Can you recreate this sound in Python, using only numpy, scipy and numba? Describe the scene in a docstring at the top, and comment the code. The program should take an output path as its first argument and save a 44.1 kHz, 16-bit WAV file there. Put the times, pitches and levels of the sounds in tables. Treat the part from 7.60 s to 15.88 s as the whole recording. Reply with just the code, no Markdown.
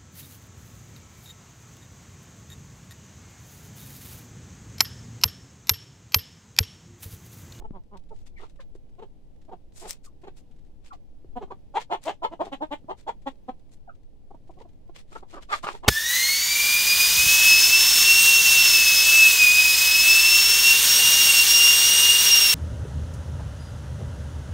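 """Hens cluck in a small yard between a mud wall and a cane fence: soft mutters, a quick run of loud clucks, harsh squawks.
Each cluck is a short train of syrinx pulses ringing the throat, breaking into a rasp at its height.
Thin falling tones are gliding partials; short flickering bursts, snaps and ticks are shaped noise; bumps are dying tones.
The yard adds an echo, a short tail and a faint ring; light wind rumbles on the microphone over a quiet hillside.
"""
import sys
import numpy as np
from scipy import signal
from scipy.fft import rfft, irfft
from scipy.io import wavfile
from scipy.ndimage import map_coordinates
from numba import njit

SR = 44100
rng = np.random.default_rng(int(sys.argv[2]) if len(sys.argv) > 2 else 0)


def waveform_to_disk(signal):
    """Save audio, clipped to [-1, 1], as 16-bit WAV at the path in sys.argv[1]."""
    frames = np.transpose(np.atleast_2d(signal))
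    scaled = np.clip(frames, -1, 1) * 32767
    samples = np.round(scaled).astype(np.int16)
    wavfile.write(sys.argv[1], SR, samples)


N = 365148
TIME = np.arange(N) / SR
SIZE = 8192  # samples in the frame of one short sound
LOCAL = (np.arange(SIZE) - SIZE // 2) / SR  # seconds from the height of a short sound

# spectrum of the noise bursts and ticks: frequency_hz, gain_db
DRY_NOISE = [(290, -27.5), (500, -6), (1060, -10.5), (1450, -12), (2040, -8.5), (2230, -9.5), (2570, -9),
             (2840, -11), (3630, -10.5), (5920, -16), (7560, -15), (15500, -36.5)]


def undb(db):
    """Decibels are logarithmic: 20 dB is a tenfold amplitude."""
    return 10 ** (np.asarray(db) / 20)


def unit(x):
    """Root-mean-square normalisation: equal mean power, whatever the waveform."""
    return x / np.sqrt(np.mean(x ** 2))


def colour(x, points):
    """Minimum-phase filtering: folding the cepstrum makes a causal filter from (frequency_hz, gain_db) points."""
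    size = x.shape[-1]
    hz, db = np.transpose(points)
    bins = np.maximum(np.fft.rfftfreq(size, 1 / SR), 1)
    gain = undb(np.interp(np.log(bins), np.log(hz), db))
    cepstrum = irfft(np.log(gain), size)
    cepstrum[1:size // 2] *= 2
    cepstrum[size // 2 + 1:] = 0
    return irfft(rfft(x) * np.exp(rfft(cepstrum)), size)


@njit
def resonance(x, hz, width_hz):
    """Second-order resonance with a moving centre, where its gain is 1."""
    y, band, low = np.empty(len(x)), 0., 0.
    for i in range(len(x)):
        g = np.tan(np.pi * hz[i] / SR)
        k = width_hz / hz[i]  # damping
        v = (band + g * (x[i] - low)) / (1 + g * (g + k))
        band, low = 2 * v - band, low + 2 * g * v
        y[i] = k * v
    return y


def walk(rate, size):
    """Band-limited random fluctuation: random knots, rate of them a second, joined smoothly; spread near 1."""
    knots = rng.standard_normal(size // 8)
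    return map_coordinates(knots, [np.arange(size) * rate / SR], order=2, mode="mirror")


def swell(rise, fall, edge_db=-14, shape=2.54):
    """Amplitude envelope: climbs from edge_db in rise seconds, returns to it in fall seconds."""
    side = np.where(LOCAL < 0, rise, fall)
    return undb(edge_db * np.abs(LOCAL / side) ** shape)


def split(length, rise_share):
    """Envelope asymmetry: a length divides into rise and fall times."""
    share = np.clip(rise_share, .1, .9)
    return length * share, length * (1 - share)


def follow(x, law):
    """Parameter covariation: interpolates the other columns of a table at x in its first."""
    known, *columns = np.transpose(law)
    return [np.interp(x, known, column) for column in columns]


def stereo_noise(size, likeness):
    """Partial coherence: two noises share the fraction likeness of their power."""
    shared = np.clip(likeness, 0, 1)
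    noise = rng.standard_normal((3, size))
    return np.sqrt(shared) * noise[0] + np.sqrt(1 - shared) * noise[1:]


def place(x, pan_db, scatter_db=-2.5, scatter_s=0.011, lag_s=0.00022, wander_s=.0001):
    """Two-microphone localisation: level and lag differ between the ports, plus bounces off ground and canes."""
    t = LOCAL - LOCAL[0]
    bounces = rng.standard_normal((2, SIZE)) * np.exp(-t / scatter_s) * (t > .001)
    hz = np.fft.rfftfreq(SIZE, 1 / SR)
    scatter = rfft(unit(bounces)) / np.sqrt(SIZE) * undb(scatter_db)
    scatter = scatter * hz / np.hypot(hz, 900)  # long waves pass thin canes
    # each sound comes from a slightly different spot; long waves bend furthest round the recorder
    right_lag_s = lag_s + wander_s * rng.standard_normal()
    lag = np.array([[0], [right_lag_s]]) / np.hypot(1, hz / 1200)
    direct = np.exp(-2j * np.pi * hz * lag)
    balance = undb(np.array([[pan_db], [-pan_db]]) / 2)
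    return irfft(rfft(x) * (direct + scatter)) * balance


def add(out, sound, s):
    """Superposition: a short sound adds to the mixture, centred on time s."""
    start = int(s * SR) - SIZE // 2
    lo, hi = max(start, 0), min(start + SIZE, N)
    out[:, lo:hi] += sound[:, lo - start:hi - start]


def effort_of(db):
    """Vocal effort: a louder sound takes a harder push, from 0.15 up to 1."""
    return np.interp(db, [-40, -22], [.15, 1])


def clucks(pan_db=0.45):
    """Vocal register: in single clucks the pitch sets both the roughness and the glide."""
    # full clucks, timed at the height: time_s, length_s, pitch_hz, level_db, throat_hz, treble_db
    full_clucks = [(0.161, 0.06, 189.2, -47, 950, 0), (0.347, 0.065, 197.3, -46.5, 950, 1.5),
                   (3.773, 0.035, 243.5, -33.5, 730, 3.5), (4.169, 0.055, 409, -25.5, 918, 8),
                   (4.33, 0.06, 397.4, -25.5, 870, 8), (4.488, 0.066, 379.7, -27.5, 724, 11),
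                   (4.644, 0.048, 418.6, -25.5, 932, 5), (4.731, 0.043, 336, -38.5, 720, 6.5),
                   (4.814, 0.04, 330.5, -25.5, 760, 0), (4.935, 0.037, 281, -32, 840, 15),
                   (5.029, 0.045, 304.7, -27, 810, 2.5), (5.129, 0.042, 286.2, -30, 820, 14),
                   (5.304, 0.042, 383.7, -30.5, 874, 1.5), (5.488, .044, 399.7, -29, 913, 5.5),
                   (5.677, 0.035, 279.4, -29, 880, 11), (5.893, 0.026, 258.7, -31.5, 820, 3.5)]
    # a cluck pushed higher glides up faster: pitch_hz, roughness (0-1), glide (octaves per s)
    register = [(190, 0.21, -4), (291.5, 0.22, 1), (330.5, 0.5, 12.5), (387.5, .72, 14)]
    rise_share = .54  # of the length; the rest is the fall
    out = np.zeros((2, N))
    for s, length, pitch_hz, db, throat_hz, treble_db in full_clucks:
        rough, glide = follow(pitch_hz, register)
        rise, fall = split(length, rise_share)
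        voice = cluck(rise, fall, pitch_hz, glide, effort_of(db), rough, throat_hz, treble_db)
        add(out, place(voice, pan_db) * undb(db), s)
    return out


def two_beat_calls(pan_db=-0.4, lead_length_s=0.029):
    """Two-beat phonation: mutters and squawks pair a short rising lead-in with a falling main beat."""
    # calls, timed at the main beat: time_s, length_s, level_db, throat_hz, treble_db,
    # lead_db (lead-in relative to the main beat)
    calls = [(.052, 0.025, -43, 875, 0, -7.5), (0.521, 0.034, -46, 643, -19, -34),
             (.836, 0.039, -45.5, 1300, -14, -7), (1.43, 0.034, -42, 480, 8, -5.5),
             (1.929, 0.034, -40.5, 756, 1, -9.5), (2.261, 0.051, -42.5, 750, 10, -3),
             (2.678, .026, -42.5, 436, 11.5, -4), (3.828, 0.04, -37, 460, 4.5, -25),
             (3.917, 0.03, -37, 995, 1, -24), (4.869, 0.061, -42, 750, 2, 0),
             (6.746, 0.017, -48, 726, -8, 1), (6.9, 0.019, -46, 620, -24, -31),
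             (7.014, .035, -48, 560, -23, -6.5), (7.055, 0.015, -49, 740, -8, -25),
             (7.296, .018, -48.5, 375, 0, -27), (7.561, 0.025, -38.5, 1296, 3, -11),
             (7.633, .021, -46, 980, 2.5, -18), (7.776, 0.056, -43.5, 1215, 4, 0.5),
             (7.934, 0.059, -28, 1223, 12.5, -15), (8.079, 0.044, -30.5, 1176, 10, -4),
             (8.147, 0.031, -42, 990, 13, -4), (8.276, 0.031, -31.5, 980, 8, -6)]
    # the shortest beats never reach full pitch: length_s, pitch_hz
    beat_pitch = [(.018, 343), (0.026, 430.2), (.05, 410)]
    # harshness of the throat: throat_hz, roughness (0-1)
    harshness = [(465, 0.6), (800, 0.58), (1250, 0.8)]
    rise_share, beat_gap_s, lead_hz = 0.55, .034, 371
    lead_glide, main_glide = 14.5, -6  # octaves per s
    out = np.zeros((2, N))
    for s, length, db, throat_hz, treble_db, lead_db in calls:
        rough, = follow(throat_hz, harshness)
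        main_hz, = follow(length, beat_pitch)
        lead_in = (s - beat_gap_s, min(length, lead_length_s), lead_hz, lead_glide, db + lead_db)
        main_beat = (s, length, main_hz, main_glide, db)
        for when, span, pitch_hz, glide, beat_db in [lead_in, main_beat]:
            rise, fall = split(span, rise_share)
            # both beats share one push, set by the level of the main beat
            voice = cluck(rise, fall, pitch_hz, glide, effort_of(db), rough, throat_hz, treble_db)
            add(out, place(voice, pan_db) * undb(beat_db), when)
    return out


def cluck(rise, fall, pitch_hz, glide, effort, rough, throat_hz, treble_db,
          jitter=0.24, shimmer_db=5, doubling=0.33, onset=1.12,  # jitter in octaves, onset in rises
          leap_s=0.02, scoop=.75, sag=.25, throat_glide=.8,  # scoop and sag in octaves
          rasp_db=-11, air_db=-30, body_db=-11, mellow_db=6, mouth_db=-6,
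          beak_hz=3150, beak_db=0, chest_hz=130, strain=1.015):
    """Source-filter voice: syrinx pulses ring the throat, and stumble and rasp as roughness grows."""
    # resonances of the throat: frequency_hz, gain_db
    throat_spectrum = [(130, 2), (195, 15.5), (290, 9), (480, 6.5), (950, 5.5), (1200, -5), (1550, -15.5),
                       (2500, -25.5), (3200, -26.5), (4100, -31.5), (5200, -59.5), (7500, -53.5),
                       (15000, -55)]
    # spectrum of the hissing air: frequency_hz, gain_db
    rasp_spectrum = [(250, -26), (600, 27.5), (1000, -1.5), (1500, -1), (2100, -7.5), (2600, -1.5),
                     (3300, -11), (4100, -8), (5200, -15.5), (7400, -12.5), (15000, -53)]

    envelope = swell(rise, fall)
    push = envelope * np.clip((LOCAL + onset * rise) / 0.0072, 0, 1)  # the voice catches abruptly
    rough = np.clip(rough, 0, 1)
    chaos = rough * np.interp(LOCAL, [-rise, 0], [.35, 1])  # it starts cleaner, then breaks

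    # the pitch scoops up, slides and sags
    slide = glide * leap_s * np.tanh(LOCAL / leap_s)
    dip = np.where(LOCAL < 0, scoop * effort, sag) * rough * (1 - envelope)
    bend = slide - dip  # octaves
    hz = pitch_hz * 2 ** (bend + jitter * chaos * walk(260, SIZE))
    cycles = np.cumsum(hz) / SR
    cycles -= cycles[SIZE // 2]

    offset = ((cycles + .5) % 1 - .5) * SR / hz  # samples from the nearest pulse
    pulses = np.sinc(offset) * np.exp(-(offset / 10) ** 2)
    pulses = pulses * undb(shimmer_db * chaos * walk(295.3, SIZE))
    # strong and weak pulses alternate when it breaks
    pulses = pulses * (1 + doubling * chaos * np.cos(np.pi * cycles))
    # a tight throat, above 900 Hz, shifts every resonance up
    tightness = max(throat_hz / 900, 1)
    source = colour(pulses * push, np.array(throat_spectrum) * [tightness, 1])

    # throat and mouth move with the pitch, the beak rings high; soft clucks keep more plain body
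    centre = throat_hz * 2 ** (throat_glide * bend)
    beak = np.full(SIZE, beak_hz * 2 ** (.06 * rng.standard_normal()))
    voice = undb(body_db + mellow_db * (2.0 - effort)) * source
    voice = voice + resonance(source, centre, 150.0)
    voice = voice + undb(mouth_db) * resonance(source, 2.2 * centre, 110.0)
    voice = voice + undb(beak_db) * resonance(source, beak, 360.0)
    # a strained voice loses its fundamental
    low_cut_hz = chest_hz + strain * effort * rough * throat_hz
    voice = signal.sosfilt(signal.butter(2, low_cut_hz, "high", fs=SR, output="sos"), voice)
    # the pulses start round and only sharpen near the height
    round_part = colour(voice, [(1100, 0.5), (1500, -3), (2300, -20.5), (5000, -31)])
    sharp = swell(0.74 * rise, 2 * fall)
    voice = unit(sharp * voice + (1 - sharp) * round_part) * np.sqrt(np.mean(push ** 2))

    # air hisses through the syrinx once a cycle
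    puffs = rng.standard_normal(SIZE) * (.25 + np.exp(-(cycles % 1) / .3))
    hiss = colour(puffs, rasp_spectrum)
    hiss = unit(hiss + resonance(hiss, beak, 240.))
    breath_level = undb(air_db) * swell(rise, 2.26 * fall)
    rasp_level = undb(rasp_db) * chaos * push ** 2
    # a wider beak lets more treble out
    return colour(voice + hiss * (breath_level + rasp_level), [(1100, 0.0092), (2000, treble_db)])


def thin_tones():
    """Spectral fusion: brief thin falling tones; some pair up as parts of one cry, one sounds within a squawk."""
    # tones, timed at the height: time_s, length_s, pitch_hz, level_db
    tones = [(0.779, .041, 2060, -53.5), (0.999, 0.022, 536, -51), (2.47, 0.027, 1220, -58),
             (3.319, 0.031, 1183, -43.5), (3.335, 0.034, 782, -50.5), (6.285, 0.027, 740, -46),
             (6.297, 0.017, 1360, -46.5), (7.933, 0.01, 2042, -27), (8.262, 0.0084, 2800, -47.5)]
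    out = np.zeros((2, N))
    for s, length, pitch_hz, db in tones:
        add(out, thin_tone(length, pitch_hz) * undb(db), s)
    return out


def thin_tone(length, pitch_hz, waver=0.0665, steepest=12):
    """Harmonic synthesis: a falling tone of three partials; waver in octaves, steepest in octaves per s."""
    # only the lowest tones are rich in overtones: pitch_hz, step_db (per overtone)
    overtones = [(530, -3), (740, -21), (1200, -30)]
    fall_hz_per_s, rise_share = 9600, 0.38
    glide = -min(fall_hz_per_s / pitch_hz / np.log(2), steepest)  # octaves per s
    overtone_db, = follow(pitch_hz, overtones)
    hz = pitch_hz * 2 ** (glide * LOCAL + waver * walk(396.4, SIZE))
    phase = 2 * np.pi * np.cumsum(hz) / SR
    note = sum(undb(k * overtone_db) * np.sin((k + 1) * phase) for k in range(3))
    return place(unit(note) * swell(*split(length, rise_share)), 0)


def noise_bursts(grain_db=3, clump_db=2):
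    """Modulated noise: short bursts flicker in fine grains and slower clumps, several under the loud calls."""
    # bursts, timed at the height: time_s, length_s, level_db, brightness_db
    bursts = [(0.375, 0.011, -58, 1.5), (.58, 0.13, -71, 4), (.672, 0.027, -59.5, 4),
              (0.824, 0.1, -56.5, -5.5), (0.902, 0.028, -66.5, 3.5), (1.014, 0.033, -57.5, -7),
              (1.157, 0.02, -65.5, 4), (2.199, .1, -58, 14.5), (2.288, 0.16, -53.5, 2),
              (2.298, 0.049, -49, 17), (2.454, 0.032, -58, 13.5), (2.785, 0.05, -64.5, 9),
              (3.269, 0.06, -60, 1), (3.343, 0.032, -56.5, -5), (4.215, 0.05, -45, -6),
              (4.453, 0.061, -50.5, 4), (4.86, .066, -53.5, -4.5), (5.395, 0.049, -60, 2.5),
              (6.133, 0.035, -64, 9.5), (7.01, 0.051, -60.5, -6.5), (7.363, 0.036, -52.5, -3),
              (7.398, 0.048, -56.5, 0), (7.555, 0.11, -58, 1), (7.734, 0.1, -57.5, 0),
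              (7.831, 0.044, -54, -3), (7.947, 0.093, -42, 0), (8.043, 0.029, -44, 1),
              (8.108, 0.15, -51, 2)]
    rise_share = 0.51
    out = np.zeros((2, N))
    for s, length, db, bright_db in bursts:
        flicker_db = grain_db * walk(900, SIZE) + clump_db * walk(115.5, SIZE)
        burst = stereo_noise(SIZE, 0.11) * undb(flicker_db)
        burst = unit(colour(burst, DRY_NOISE))
        burst = colour(burst, [(3000, 0), (8000, bright_db)])
        add(out, burst * swell(*split(length, rise_share)) * undb(db), s)
    return out


def knocks(snap_s=0.0007, bump_s=0.0038):
    """Impulsive excitation: dry snaps are decaying noise; soft bumps are tones that die in milliseconds."""
    # dry snaps: start_s, level_db (before the snap's filter)
    snaps = [(2.2955, -20.5), (2.308, -9.5), (2.311, -27.5), (4.439, -30)]
    # soft bumps: start_s, pitch_hz, level_db
    bumps = [(0.108, 217, -27.5), (1.153, 402, -37), (3.646, 380, -40), (5.244, 237, -37.5),
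             (8.041, 190, -33)]
    out, age = np.zeros((2, N)), np.maximum(LOCAL, 0)
    for s, db in snaps:
        crack = stereo_noise(SIZE, .5) * np.exp(-age / snap_s) * (LOCAL >= 0)
        add(out, colour(crack, [(1000, -20), (7500, 0), (15000, -14.5)]) * undb(db), s)
    for s, hz, db in bumps:
        bump = np.sin(2 * np.pi * hz * age) * np.exp(-age / bump_s)
        add(out, place(bump * undb(db), 0), s)
    return out


def ticks(tick_db=-76, spread_db=7, count=70):
    """Random point process: faint dry ticks of noise fall at chance times."""
    out = np.zeros((2, N))
    for when, size, length in rng.random((count, 3)):
        tick = unit(colour(stereo_noise(SIZE, .5), DRY_NOISE))
        tick = tick * swell(.002, .004 + .018 * length)
        add(out, tick * undb(tick_db + spread_db * size), when * N / SR)
    return out


def yard(x):
    """Impulse response: the mud wall echoes, canes and brush scatter a short tail, the hollow coop rings faintly."""
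    tail_t60_s, tail_db = 0.088, -11.5  # tail and wall levels are before the reflection filter
    wall_delay_s, wall_db = .0225, -16
    coop_hz, coop_width_hz = 910.0, 160.0
    coop_t60_s, coop_db = 0.24, -31  # level of the noise that feeds the resonance
    t = np.arange(SR // 2) / SR
    tail = rng.standard_normal((2, len(t))) * undb(-60 * t / tail_t60_s) * (t > .005)
    response = undb(tail_db) * tail / np.sqrt(np.sum(tail ** 2) / 2)
    response[:, int(wall_delay_s * SR)] += undb(wall_db)
    response = colour(response, [(250, 1.5), (800, -12.5), (3000, 0.5), (10000, -1.0)])
    for side in response:
        ring = rng.standard_normal(len(t)) * undb(-60 * t / coop_t60_s)
        ring = ring / np.linalg.norm(ring)
        side += undb(coop_db) * resonance(ring, np.full(len(t), coop_hz), coop_width_hz)
    return x + signal.fftconvolve(x, response, axes=1)[:, :N]


def outdoors(wind_db=1, flicker_db=1):
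    """Ambient noise: a soft hillside hush, and wind turbulence nearly independent at each microphone port."""
    # spectrum of the hillside: frequency_hz, gain_db
    hillside = [(12, -16.5), (20, -1.5), (32, -13.5), (106, -16.5), (144, -18), (185, -21), (315, -22),
                (352, -28), (491, -28), (565, -30.5), (686, -35), (788, -34.5), (1230, -51.5),
                (3000, -51.5), (15500, -65.5)]
    # spectrum of wind on the ports: frequency_hz, gain_db
    wind_spectrum = [(5, -6.5), (15, -6.5), (30, -22.5), (60, -23), (150, -44.5), (400, -46.5),
                     (1500, -106.5)]
    # course of the wind: time_s, level_db (wind_db is added to it)
    gusts = [(0.0, -33.5), (0.18, -43.5), (0.6, -43), (1.59, -49.5), (3.55, -47.5), (3.62, -42), (4.2, -50),
             (8.28, -46.5)]
    hillside_db = -55
    hush = unit(colour(stereo_noise(N, 0.19), hillside))
    hush = hush * undb(hillside_db + flicker_db * walk(2.025, N))
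    wind = unit(colour(stereo_noise(N, 0.04), wind_spectrum))
    return hush + wind * undb(wind_db + np.interp(TIME, *np.transpose(gusts)))


def scene():
    """Superposition: calls, thin tones, noise bursts and knocks sound in the yard, over the open air."""
    tonal = clucks() + two_beat_calls() + thin_tones()
    noises = noise_bursts() + knocks() + ticks()
    return yard(tonal + noises) + outdoors()


def record(dry):
    """Transducer response: the left port is brighter in the presence range; the recorder cuts the top."""
    top_hz = 15550
    left = colour(dry[0], [(1500, 1.0), (4400, 4.25), (9000, 0.98)])
    right = colour(dry[1], [(1500, 1), (4400, -2.0), (9000, 0.5)])
    top_cut = signal.ellip(10, .1, 80, top_hz, fs=SR, output="sos")
    return signal.sosfilt(top_cut, np.array([left, right]))


dry = scene()
out = record(dry)
waveform_to_disk(out)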